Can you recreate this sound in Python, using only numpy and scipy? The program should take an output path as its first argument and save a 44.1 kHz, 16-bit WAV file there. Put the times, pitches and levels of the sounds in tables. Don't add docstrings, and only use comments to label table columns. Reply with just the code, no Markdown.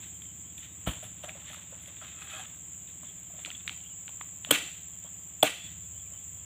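import sys
import numpy as np
from scipy import signal
from scipy.fft import rfft, irfft
from scipy.io import wavfile

SR = 44100
rng = np.random.default_rng(int(sys.argv[2]) if len(sys.argv) > 2 else 0)


def field_ratio(decibels):
    return 10 ** (np.asarray(decibels, dtype=float) / 20)


def dump(signal):
    limited = np.clip(np.atleast_2d(signal).T, -1, 1)
    pcm = np.round(limited * 32767).astype(np.int16)
    wavfile.write(sys.argv[1], SR, pcm)


N = 284427

# start in
# seconds, peak level in dB, pitch in Hz, 60 dB decay time in seconds.
BUMPS = [(1.028, -42.5, 620, 0.052), (1.238, -38, 601, 0.063), (1.28, -46.5, 638, 0.12),
         (1.353, -45.5, 558, 0.061), (1.499, -53, 610, 0.1), (1.57, -54, 590, 0.056),
         (1.724, -47.5, 542, 0.054), (1.879, -51.5, 576, 0.058), (2.02, -44, 644, 0.026),
         (2.335, -52, 637, 0.24), (2.393, -46, 744, 0.093), (3.028, -55.5, 619, 0.079),
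         (3.301, -54, 686, 0.042), (3.337, -55, 630, 0.063), (3.384, -48.5, 637, 0.037),
         (3.476, -44.5, 614, 0.033), (3.707, -55, 783, 0.062), (4.328, -66, 583, 0.043),
         (4.38, -55.5, 764, 0.026), (4.471, -44, 610, 0.026), (4.49, -39, 250, 0.038),
         (4.626, -45.5, 294, 0.06), (5.045, -48, 570, 0.028), (5.07, -57, 770, 0.033),
         (5.4455, -20.5, 650, 0.033), (5.95, -62, 626, 0.056), (6.12, -52, 600, 0.026)]
CHOP_TIMES = [4.5084, 5.4270]


def rms_one(x):
    return x / np.sqrt(np.mean(x ** 2) + 1e-20)


def in_time(rows):
    seconds, *columns = np.transpose(rows)
    return [np.interp(np.arange(N) / SR, seconds, column) for column in columns]


def drift(rate):
    r = np.exp(-80 * np.pi * rate / SR)
    white = rng.standard_normal(N // 40 + 2002)
    slow = signal.lfilter([1], [1, -2 * r, r * r], white)[2000:]
    return np.interp(np.arange(N) / 40, np.arange(len(slow)), rms_one(slow))


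def colour(x, spectrum):
    hz, db = np.transpose(spectrum)
    grid = np.linspace(1, SR / 2, 2049)
    cepstrum = irfft(np.log(field_ratio(np.interp(np.log(grid), np.log(hz), db))))
    cepstrum[1:2048] *= 2
    cepstrum[2049:] = 0
    response = irfft(np.exp(rfft(cepstrum)))
    return signal.oaconvolve(x, response / np.linalg.norm(response))[:len(x)]


def band(x, low_hz, high_hz):
    edges_hz = [low_hz, min(high_hz, .45 * SR)]
    return signal.sosfilt(signal.butter(2, edges_hz, "band", fs=SR, output="sos"), x)


def grains(per_s, spread_db):
    sizes = field_ratio(spread_db * np.minimum(rng.exponential(1, N), 4)) * rng.choice([-1, 1], N)
    return rms_one(sizes * (rng.random(N) < per_s / SR))


def add(out, s, sound):
    i = round(s * SR)
    out[i:i + len(sound)] += sound[:N - i]


def mode(hz, db, t60, soft_s):
    t = np.arange(int(1.4 * t60 * SR) + 2) / SR
    return field_ratio(db - 60 * t / t60) * (1 - np.exp(-t / soft_s)) * np.sin(2 * np.pi * hz * t)


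def burst(length_s, tail_s, per_s):
    t = np.arange(int(.12 * SR)) / SR
    tearing = rng.standard_normal(len(t)) * (0.54 + (rng.random(len(t)) < per_s / SR))
    fade = np.exp(-np.maximum(t - length_s, 0) / tail_s)
    return rms_one(tearing) * fade * np.minimum(t / 0.0002, 1)


def swell(length_s):
    t = np.arange(int(3 * length_s * SR)) / SR / length_s
    return np.minimum(5 * t, 1) * np.exp(-t ** 2 * 2.74)


def chorus(song, body_hz, waver, level_db, per_s, share, click_s, depth_db):
    turn = np.cumsum(per_s * (1 + .001 * drift(1.5))) / SR
    click = np.exp(-(turn % 1) / per_s / click_s)
    throb = field_ratio(depth_db * np.cos(2 * np.pi * np.floor(turn) / 4 + .6))
    pitch = body_hz * (1 + waver * drift(120.0))
    body = np.cos(2 * np.pi * np.cumsum(pitch) / SR)
    soloist = rms_one(colour(click * throb * body, song))
    crowd = colour(rng.standard_normal(N) * field_ratio(0.73 * drift(8.2)), song)
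    return field_ratio(level_db) * (np.sqrt(share) * soloist + np.sqrt(1 - share) * crowd)


def insects():
    # time in seconds, level of the low chorus in dB.
    loudness = [(0, -47.5), (1.52, -50), (2.8, -48), (4.3, -47), (5.4, -47), (6.45, -46.5)]
    # time in seconds, low clicks per second, low power share from 0 to 1,
    # high clicks per second, high power share from 0 to 1.
    soloists = [(0, 79, .08, 111, .1), (2.3, 79, .12, 111.3, .2), (3.8, 81.3, .25, 111.5, .4),
                (5, 77, .3, 111.7, .52), (6.45, 76, .3, 112.1, .5)]
    # frequency in Hz, density in dB per Hz.
    low_song = [(3290, -92), (5600, -70), (6310, -13), (6750, -5.5), (6870, 0), (7160, 6), (7660, 4.5),
                (8000, -2), (8260, -21), (8440, -19), (8880, -32), (9800, -44), (12700, -65), (21600, -120)]
    high_song = [(7060, -50), (12150, -62), (12750, -16), (13200, -11), (13850, -10), (14300, -2),
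                 (14900, 1), (15500, 2), (16000, -27)]
    low_db, = in_time(loudness)
    low_per_s, low_share, high_per_s, high_share = in_time(soloists)
    high_db = low_db.mean() - 17 + 1.3 * (low_db - low_db.mean())
    low = chorus(low_song, 7170, .012, low_db, low_per_s, low_share, click_s=.004, depth_db=6.5)
    high = chorus(high_song, 14900, .03, high_db, high_per_s, high_share, click_s=.002, depth_db=3.5)
    return low + high


def overtone_puffs():
    pitch_hz, per_s, stops_s = 14150, 19.3, 1.9
    t = np.arange(N) / SR
    beat = np.maximum(np.sin(2 * np.pi * per_s * t), 0) * np.clip((stops_s - t) / .4, 0, 1)
    return field_ratio(-71) * beat * rms_one(band(rng.standard_normal(N), pitch_hz - 130, pitch_hz + 130))


def engine():
    # time in seconds, firings per second.
    speed = [(0, 15.22), (5.6, 15.2), (5.89, 14.8), (6.09, 14.5), (6.23, 14.0), (6.45, 13.4)]
    # time in seconds, low orders in dB, upper orders relative to low in dB,
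    # highest orders relative to upper in dB.
    load = [(0, -60.5, -2, 1.3), (3, -63.5, 0, -1.5), (5.5, -63.5, 0, -4.5), (5.65, -59.5, -0.5, 0),
            (5.8, -56, -1, -10), (5.95, -56, -12, -1.5), (6.2, -59.5, -6.5, 1), (6.35, -56, -3, -8),
            (6.45, -58, -9, -8)]
    # multiple of the firing rate, level in dB.
    orders = [(1, -34), (2, -32), (3, -23), (4, -15), (5, 0), (6, -3), (7, -1), (8, -9), (9, -8), (10, -6),
              (11, -1), (12, -3), (13, -12), (14, -10), (15, -10), (16, -20), (17, -14), (18, -14),
              (19, -10), (20, -15), (21, -18), (22, -17), (23, -17), (24, -25)]
    arrival = [(5.5, .85), (6.5, 1.3), (8, 1.3), (10.5, .85), (12.5, .85), (14, 1.43), (16, 1.43),
               (18, 1.0)]
    # frequency in Hz, density in dB per Hz.
    rumble = [(30, -22), (55, -4), (100, 0), (180, -2), (300, -15), (450, -30)]
    per_s, = in_time(speed)
    low_db, upper_db, highest_db = in_time(load)
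    turn = 2 * np.pi * np.cumsum(per_s) / SR
    out, lag = np.zeros(N), 0
    for k, db in orders:
        lag += 2 * np.pi * np.interp(k - .5, *np.transpose(arrival))
        tilt_db = upper_db * np.clip((k - 7) / 3, 0, 1) + highest_db * (k > 12)
        tilt_db -= 3.5 * (15.2 - per_s) * (k < 6)
        level = field_ratio(db + .8 * drift(2.5) + tilt_db)
        out -= level * np.cos(k * turn - lag + .2 * drift(1.5))
    return field_ratio(low_db) * out + field_ratio(-65) * colour(rng.standard_normal(N), rumble)


def air():
    # frequency in Hz, density in dB per Hz.
    air_spectrum = [(150, -59), (300, -18.5), (390, -19.5), (800, -21.5), (1580, -24), (2400, -20),
                    (3300, -18.5), (4000, -29.5), (4500, -46), (5000, -60), (5500, -50), (6000, -29.5),
                    (9000, -26.5), (10500, -41), (11700, -64)]
    return field_ratio(-64.5) * colour(rng.standard_normal(N) * field_ratio(0.27 * drift(10.3)), air_spectrum)


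def litter():
    # time in seconds, level in dB.
    stir = [(0, -46), (.1, -65), (.3, -71), (.8, -62), (.95, -44.5), (1.08, -59), (1.42, -48),
            (1.57, -46.5), (1.68, -54.5), (2.1, -55.5), (2.35, -41), (2.47, -47), (2.66, -70), (3.4, -63.5),
            (3.7, -55.5), (3.9, -65), (4.5, -78.5), (6.45, -68.5)]
    # level in dB at a stir near -60 dB, share of its swing.
    husks_follow = (-67, 0.62)
    tips_follow = (-89, 1.0)
    # start in seconds, length in seconds, rustle in dB, dry crackle in dB.
    scuffs = [(0.01, 0.16, -61.5, -65), (0.21, 0.076, -65, -65), (0.578, 0.039, -57, -61),
              (0.617, 0.083, -52, -69), (1.017, 0.097, -55, -57), (1.227, 0.05, -51, -55),
              (1.279, 0.063, -55, -65), (1.475, 0.11, -56.5, -64), (1.811, 0.066, -68, -64),
              (1.864, 0.072, -60, -64), (2, 0.23, -56.5, -89), (2.188, 0.16, -79, -67),
              (2.29, .09, -82, -66), (2.345, .03, -80, -62), (2.39, .04, -78, -70),
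              (2.877, 0.058, -59.5, -87), (3.022, 0.18, -62, -84), (3.347, 0.26, -60, -69),
              (3.454, 0.027, -48, -64), (3.476, 0.12, -64, -80), (3.673, 0.029, -44, -68),
              (3.696, 0.034, -60, -70), (4.435, 0.087, -54, -64), (5.01, 0.14, -64, -73)]
    # frequency in Hz, density in dB per Hz.
    frond_spectrum = [(760, -52), (1300, -8), (2020, -0.5), (2390, -1), (3600, 3), (5210, -31.5),
                      (6000, -12), (7800, -4), (13200, -120)]
    stir_db, = in_time(stir)
    rustle = field_ratio(stir_db - 9.5 + 2.3 * drift(25.0))
    rattle, crackle = (field_ratio(db - 7.5 + share * (stir_db + 59)) for db, share in (husks_follow, tips_follow))
    for s, length_s, rustle_db, crackle_db in scuffs:
        add(rustle, s, field_ratio(rustle_db) * swell(length_s))
        add(crackle, s, field_ratio(crackle_db) * swell(length_s))
    for s, db, *_ in BUMPS:
        add(rattle, s - .005, field_ratio(db - 17) * swell(0.067))
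    for s in CHOP_TIMES:
        add(rustle, s + 0.11, field_ratio(-54.5) * swell(0.3))
    fronds = colour(grains(3000, 4.2), frond_spectrum)
    husks = rms_one(band(grains(1700, 0.56), 437, 1550))
    tips = rms_one(band(grains(3500, 4.0) * field_ratio(3 * drift(30.0)), 8000, 12500))
    return rustle * fronds + rattle * husks + crackle * tips


def snaps_and_taps():
    # start in seconds, peak in dB, pitch in Hz,
    # treble relative to peak in dB.
    snap_rows = [(0.22, -38.5, 3270, -16), (0.254, -46, 3150, -12), (0.579, -38.5, 3480, -2),
                 (1.0389, -44, 3300, -4), (1.4177, -49, 3450, -25), (1.4435, -50, 3020, 5),
                 (1.531, -41.5, 1320, -1), (1.545, -40, 1270, -18), (1.2426, -41, 1320, -13),
                 (1.236, -46, 1300, -12), (1.0253, -51, 1420, 2), (1.505, -50, 1720, -20),
                 (1.2842, -46, 1380, -20), (1.5436, -46, 2800, 11), (1.821, -50, 3480, 4),
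                 (1.858, -41, 3330, -10), (2.0138, -41, 1360, -34), (2.219, -40, 1420, -29),
                 (2.274, -42.5, 1320, -23), (2.8747, -46, 3700, -27), (3.032, -45.5, 1110, -13),
                 (3.3925, -45, 3360, -19.5), (0.022, -49, 3970, -1), (0.0393, -50, 3940, -3),
                 (0.6096, -50, 3000, -14), (1.9847, -45, 3550, -16), (2.5167, -64, 3300, -16),
                 (2.901, -49, 3820, -14), (3.338, -58, 3180, -1), (3.608, -59, 3100, 1),
                 (5.191, -65, 2360, -20)]
    # start in seconds, peak in dB, pitch in Hz,
    # treble relative to peak in dB, second mode in Hz.
    tap_rows = [(1.2928, -25.5, 2350, -39.5, 2780), (3.4484, -22.5, 3270, -24, 2420),
                (3.459, -30.5, 2900, -5, 1980), (3.5025, -26, 3230, -26, 2660),
                (3.5145, -33, 2500, -28, 1850), (3.677, -20, 3670, -18, 2430),
                (3.677, -23.5, 1820, -28, 2600), (3.6936, -21, 3140, -22, 2200),
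                (3.694, -32, 1790, -30, 1210), (3.7344, -47, 3330, -12, 2300),
                (3.8035, -40, 3300, -28, 2300), (3.8475, -46, 3250, -29, 2320),
                (4.079, -32.5, 3030, -30, 2220), (4.0795, -33.5, 1520, -30, 1390),
                (4.091, -37, 3220, -26, 2580), (4.0915, -35.5, 910, -30, 1000),
                (4.2108, -29.5, 1200, -30, 2120), (4.2115, -31, 3250, -38, 1650),
                (4.2175, -43, 3300, -30, 2500), (4.2888, -48, 3280, -41, 1490),
                (4.4474, -24, 3300, -28, 2650), (4.4478, -33, 2000, -30, 1310),
                (4.5055, -31, 3300, -9, 2600)]
    contacts = []
    for s, db, hz, treble_db in snap_rows:
        other_hz = hz * (1.65 if hz < 2000 else .68)
        contacts.append((s, db, hz, treble_db, other_hz, 0.013, 6300, 12500))
    for row in tap_rows:
        contacts.append((*row, 0.0044, 3500, 4900))
    bodies, bright = np.zeros(N), np.zeros(N)
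    for s, db, hz, treble_db, other_hz, t60, low_hz, high_hz in contacts:
        edge = .6 * rng.standard_normal(200) * np.exp(-np.arange(200) / SR / .0009)
        edge[4] += 3.5
        body = band(edge, min(hz, other_hz) * .7, max(hz, other_hz) * 1.2)
        add(bodies, s + .0006, mode(hz, db, t60, .0002))
        add(bodies, s + .0006, -mode(other_hz, db - 2, .006, .0003))
        add(bodies, s + .0006, field_ratio(db - 5) * body)
        add(bright, s + .0006, field_ratio(db + treble_db + 3) * band(edge, low_hz, high_hz))
        add(bright, s + 0.00053, field_ratio(db + treble_db + 4.0) * band(edge, 6300, 9600))
    return bright + signal.sosfilt(signal.butter(6, 4000, fs=SR, output="sos"), bodies)


def bird():
    # start in seconds, length in seconds, start pitch in Hz, end pitch in Hz, level in dB.
    whistles = [(5.548, .152, 3420, 3390, -50), (5.945, .035, 2980, 3110, -59),
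                (.44, .045, 3080, 3340, -65), (5.185, .06, 4790, 4770, -79), (6.17, .07, 3400, 3320, -65),
                (6.34, .08, 3280, 3330, -65), (5.82, .05, 3420, 3400, -65), (.68, .09, 3730, 3720, -68)]
    chirps = [(.05, .06, 3150, 3350, -63), (.12, .06, 3200, 3100, -65), (.27, .06, 3130, 3170, -65),
              (.36, .05, 3400, 3400, -66), (.49, .06, 3300, 3250, -65), (.6, .04, 3550, 3400, -64),
              (.77, .04, 3450, 3100, -65), (2.96, .07, 2300, 2300, -67), (3.03, .1, 3700, 3200, -63),
              (3.26, .05, 3100, 3080, -66), (3.52, .1, 3500, 3400, -61), (3.75, .05, 3250, 3200, -62),
              (3.82, .06, 2900, 2950, -61), (3.85, .05, 3200, 3350, -60), (3.9, .045, 2950, 2950, -63),
              (4.46, .045, 3400, 3100, -60), (4.92, .06, 3200, 3200, -65), (5.04, .055, 3150, 3300, -60),
              (5.375, .04, 3200, 3350, -66), (5.97, .07, 3350, 3250, -64), (6.03, .06, 2550, 2550, -66),
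              (6.12, .08, 3000, 3050, -65)]
    out = np.zeros(N)
    for calls, waver_hz, flutter_db in ((whistles, 22, 1.2), (chirps, 110, 5.0)):
        waver, flutter = waver_hz * drift(90.0), field_ratio(flutter_db * drift(45.0))
        for s, length_s, start_hz, end_hz, db in calls:
            i, count = int(s * SR), int(length_s * SR)
            pitch = np.linspace(start_hz, end_hz, count) + waver[i:i + count]
            envelope = field_ratio(db) * np.hanning(count) ** .3 * flutter[i:i + count]
            add(out, s, envelope * np.sin(2 * np.pi * np.cumsum(pitch) / SR))
    return out


def landing():
    # start in seconds, crunch level in dB, crunch length in seconds.
    crunches = [
        (0.863, -42.5, 0.0066),
        (0.87, -36.5, 0.0057),
        (.886, -42, .005),
        (.907, -46, 0.0062),
        (.932, -51, 0.0045),
        (.95, -59, 0.024),
    ]
    # frequency in Hz, density in dB per Hz.
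    crunch_spectrum = [(180, -49), (300, 1), (403, -14), (577, -6.5), (1330, -3), (2140, -7.5), (3330, 0),
                       (5180, -34), (7670, -10.5), (11700, -25.5), (15000, -13.5)]
    # mode frequency in Hz, level in dB, 60 dB decay time in seconds.
    ground_modes = [(63.6, 9.5, 0.072), (114, 9, 0.061), (169, 11.5, 0.044), (260, -3.5, 0.11),
                    (530, -9.5, 0.1), (645, 16, 0.016), (1300, 7, 0.022)]
    out = np.zeros(N)
    for s, db, length_s in crunches:
        add(out, s, field_ratio(db + 0.5) * colour(burst(length_s, 0.016, 2500), crunch_spectrum))
    for hz, db, t60 in ground_modes:
        add(out, crunches[1][0] + 0.00278, field_ratio(-29.5) * mode(hz, db, t60, 0.0036))
    return out


def thuds():
    # start
    # in seconds, peak level in dB, pitch in Hz, 60 dB decay time in seconds.
    ground_thuds = [(3.03, -55, 229, .08), (3.1, -58, 384, 0.075), (3.455, -48, 300, 0.045),
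                    (3.47, -48, 890, 0.028), (3.53, -57, 230, .08), (3.705, -51.5, 286, 0.046),
                    (3.797, -57, 700, .02), (.965, -47, 94, .15), (1.04, -51, 110, 0.22), (3.36, -53, 604, 0.044),
                    (4.33, -55, 700, .012), (4.382, -52, 800, .012)]
    handle = [(3.46, -37, 1350, .012), (3.503, -42, 1400, 0.011), (4.091, -43, 910, .012),
              (4.2106, -36, 1045, .01), (4.448, -39, 850, .01)]
    out = np.zeros(N)
    for s, db, hz, t60 in [*BUMPS, *ground_thuds, *handle]:
        add(out, s, mode(hz, db, t60, 0.00091))
        add(out, s + 0.00195, mode(hz * 1.196, db - 9, t60 * 2.0, 0.0017))
    return out


def draw():
    # time in seconds, sliding level in dB.
    slide = [
        (2.0, -70),
        (2.02, -41.5),
        (2.144, -53),
        (2.214, -47),
        (2.222, -36),
        (2.242, -47.5),
        (2.402, -32.5),
        (2.5, -62),
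    ]
    # resonance in Hz, bandwidth in Hz, level in dB.
    blade_modes = [(800, 28, -5), (1320, 130, -1), (1610, 32, 0.5), (2540, 60, 3), (3120, 21, 3),
                   (3315, 15, 5.5), (3700, 80, -40), (7100, 490, -11), (9280, 210, -27), (10100, 290, -32),
                   (10600, 300, -35), (10700, 270, -45), (11400, 190, -42), (12200, 84, -25)]
    level_db, = in_time([(slide[0][0] - .03, -90), *slide, (slide[-1][0] + 0.07, -90)])
    friction, ringing = grains(2500, 1.3), np.zeros(N)
    for hz, width_hz, db in blade_modes:
        r = np.exp(-np.pi * width_hz / SR)
        zeros = [(1 - r * r) / 2, 0, (r * r - 1) / 2]
        poles = [1, -2 * r * np.cos(2 * np.pi * hz / SR), r * r]
        grip = field_ratio(db + 3.2 * drift(14.0))
        ringing += grip * signal.lfilter(zeros, poles, friction)
    return field_ratio(level_db - 12.5) * rms_one(ringing)


def chops():
    # splitting level in dB, splitting length in seconds, knock level in dB,
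    # knock delay in seconds, echo level in dB.
    blows = [
        (-16.5, 0.0067, -23.5, 0.0004, 4),
        (-18, 0.0064, -7.5, 0.0015, 5),
    ]
    # mode in Hz, level in dB, 60 dB decay time in seconds.
    stalks = [
        [(136, -8.5, 0.076), (290, -6, 0.16), (460, 3.5, 0.046), (580, 9.5, 0.024), (764, -16, 0.084), (1130, 3, 0.031), (3250, 14.5, 0.029)],
        [(141, -19.5, 0.0556), (297, -16.5, 0.13), (455, -13.5, 0.082), (619, 2.5, 0.035), (752, 1, 0.027), (875, 2, 0.017), (1130, -17, 0.028), (1453, -11.5, 0.029), (3400, 11.5, 0.013)],
    ]
    # frequency in Hz, density in dB per Hz.
    split_spectrum = [(530, -27), (900, -8), (1740, -9.5), (2660, -4), (3350, 0), (5180, -23.5),
                      (6220, -19), (7740, -3.5), (10900, -12), (11900, -14), (14800, -6.5), (15700, -22),
                      (16500, -50)]
    crack_spectrum = [(150, 4), (250, -2.5), (308, 0.5), (398, -5), (614, -5.5), (1010, -8), (1180, 0),
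                      (2760, -0.5), (3450, -2.5), (5310, -25), (7380, -13), (11400, -28), (15500, -12)]
    out, crack = np.zeros(N), np.zeros(N)
    for s, (split_db, length_s, knock_db, delay_s, echo_db), stalk in zip(CHOP_TIMES, blows, stalks):
        add(out, s, field_ratio(split_db) * colour(burst(length_s, 0.0015, 6000), split_spectrum))
        crack[round(s * SR)] = field_ratio(echo_db + 10.0)
        for k, (hz, db, t60) in enumerate(stalk):
            knock = (-1) ** k * mode(hz, db + knock_db, t60, .002)
            add(out, s + delay_s * (hz < 2000), knock)
    return band(out, 100, 16300), colour(crack, crack_spectrum)


def grove(x):
    # band in Hz, level in dB, 60 dB decay time in seconds.
    decay_bands = [(250, -5, 0.16), (540, -14, 0.49), (1000, -9.5, 0.164), (1660, -10.5, 0.26),
                   (2800, -19, 0.57), (4450, -11.5, 0.61), (7070, -3.5, 0.46), (13800, -6, 0.17)]
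    # frequency in Hz, width in Hz, level in dB,
    # 60 dB decay time in seconds.
    gaps = [(2007, 190, -15, 0.53), (2360, 150, -12.5, 0.48), (2698, 184, -7.5, 0.54),
            (3140, 270, -8.5, 0.53), (3450, 155, -10.5, 0.42)]
    # delay of a near trunk in seconds, level in dB, spread in seconds.
    trunks = [
        (.017, -23, .003),
        (0.037, -23.5, 0.0064),
        (.051, -20, .004),
        (.075, -27, 0.007),
    ]
    t = np.arange(int(.7 * SR)) / SR
    echo = np.zeros(len(t))
    for hz, db, t60 in decay_bands:
        lumps_db = (2.2 if 1500 < hz < 4000 else 1.1) * drift(30.0)[:len(t)]
        scattered = band(rng.standard_normal(len(t)), hz / 1.244, hz * 1.72)
        echo += field_ratio(db - 60 * t / t60 + lumps_db) * scattered
    for hz, width_hz, db, t60 in gaps:
        trapped = band(rng.standard_normal(len(t)), hz - width_hz / 2, hz + width_hz / 2)
        echo += field_ratio(db - 60 * t / t60) * trapped
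    nearest = sum(field_ratio(db + 17.5) * np.exp(-((t - s) / spread_s) ** 2) for s, db, spread_s in trunks)
    echo *= (1 - np.exp(-(t / 0.013) ** 2) + nearest) * field_ratio(-30.5)
    return signal.oaconvolve(x, echo)[:N]


def scene():
    near = snaps_and_taps() + landing() + thuds()
    blows, crack = chops()
    background = insects() + overtone_puffs() + engine() + air() + bird()
    rest = background + near + litter() + draw() + grove(field_ratio(-3.0) * near + crack)
    rest = signal.sosfilt(signal.cheby2(20, 50, 15650, fs=SR, output="sos"), rest)
    blows = signal.sosfilt(signal.cheby2(8, 40, 16650, fs=SR, output="sos"), blows)
    return (blows + rest)[None]


def roll_off(x):
    return signal.sosfilt(signal.butter(12, 16610, fs=SR, output="sos"), x)


def record(dry):
    x = signal.sosfilt(signal.butter(4, 48, "high", fs=SR, output="sos"), dry)
    ahead_s, hold_s, release_s = 0.018, 0.204, 0.015
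    since = np.arange(N) / SR - CHOP_TIMES[1]
    ducked = np.interp(since, [-ahead_s, -ahead_s / 2, hold_s, hold_s + release_s], [0, 1, 1, 0])
    handling = field_ratio(-89) * rms_one(band(rng.standard_normal(N), 12, 40))
    x = x * field_ratio(-3.5 * ducked) + handling
    rounded = 0.85 * np.tanh(x / 0.64)
    x = signal.sosfilt(signal.cheby2(12, 50, 16800, fs=SR, output="sos"), rounded)
    return roll_off(x)


dry = scene()
out = record(dry)
dump(out)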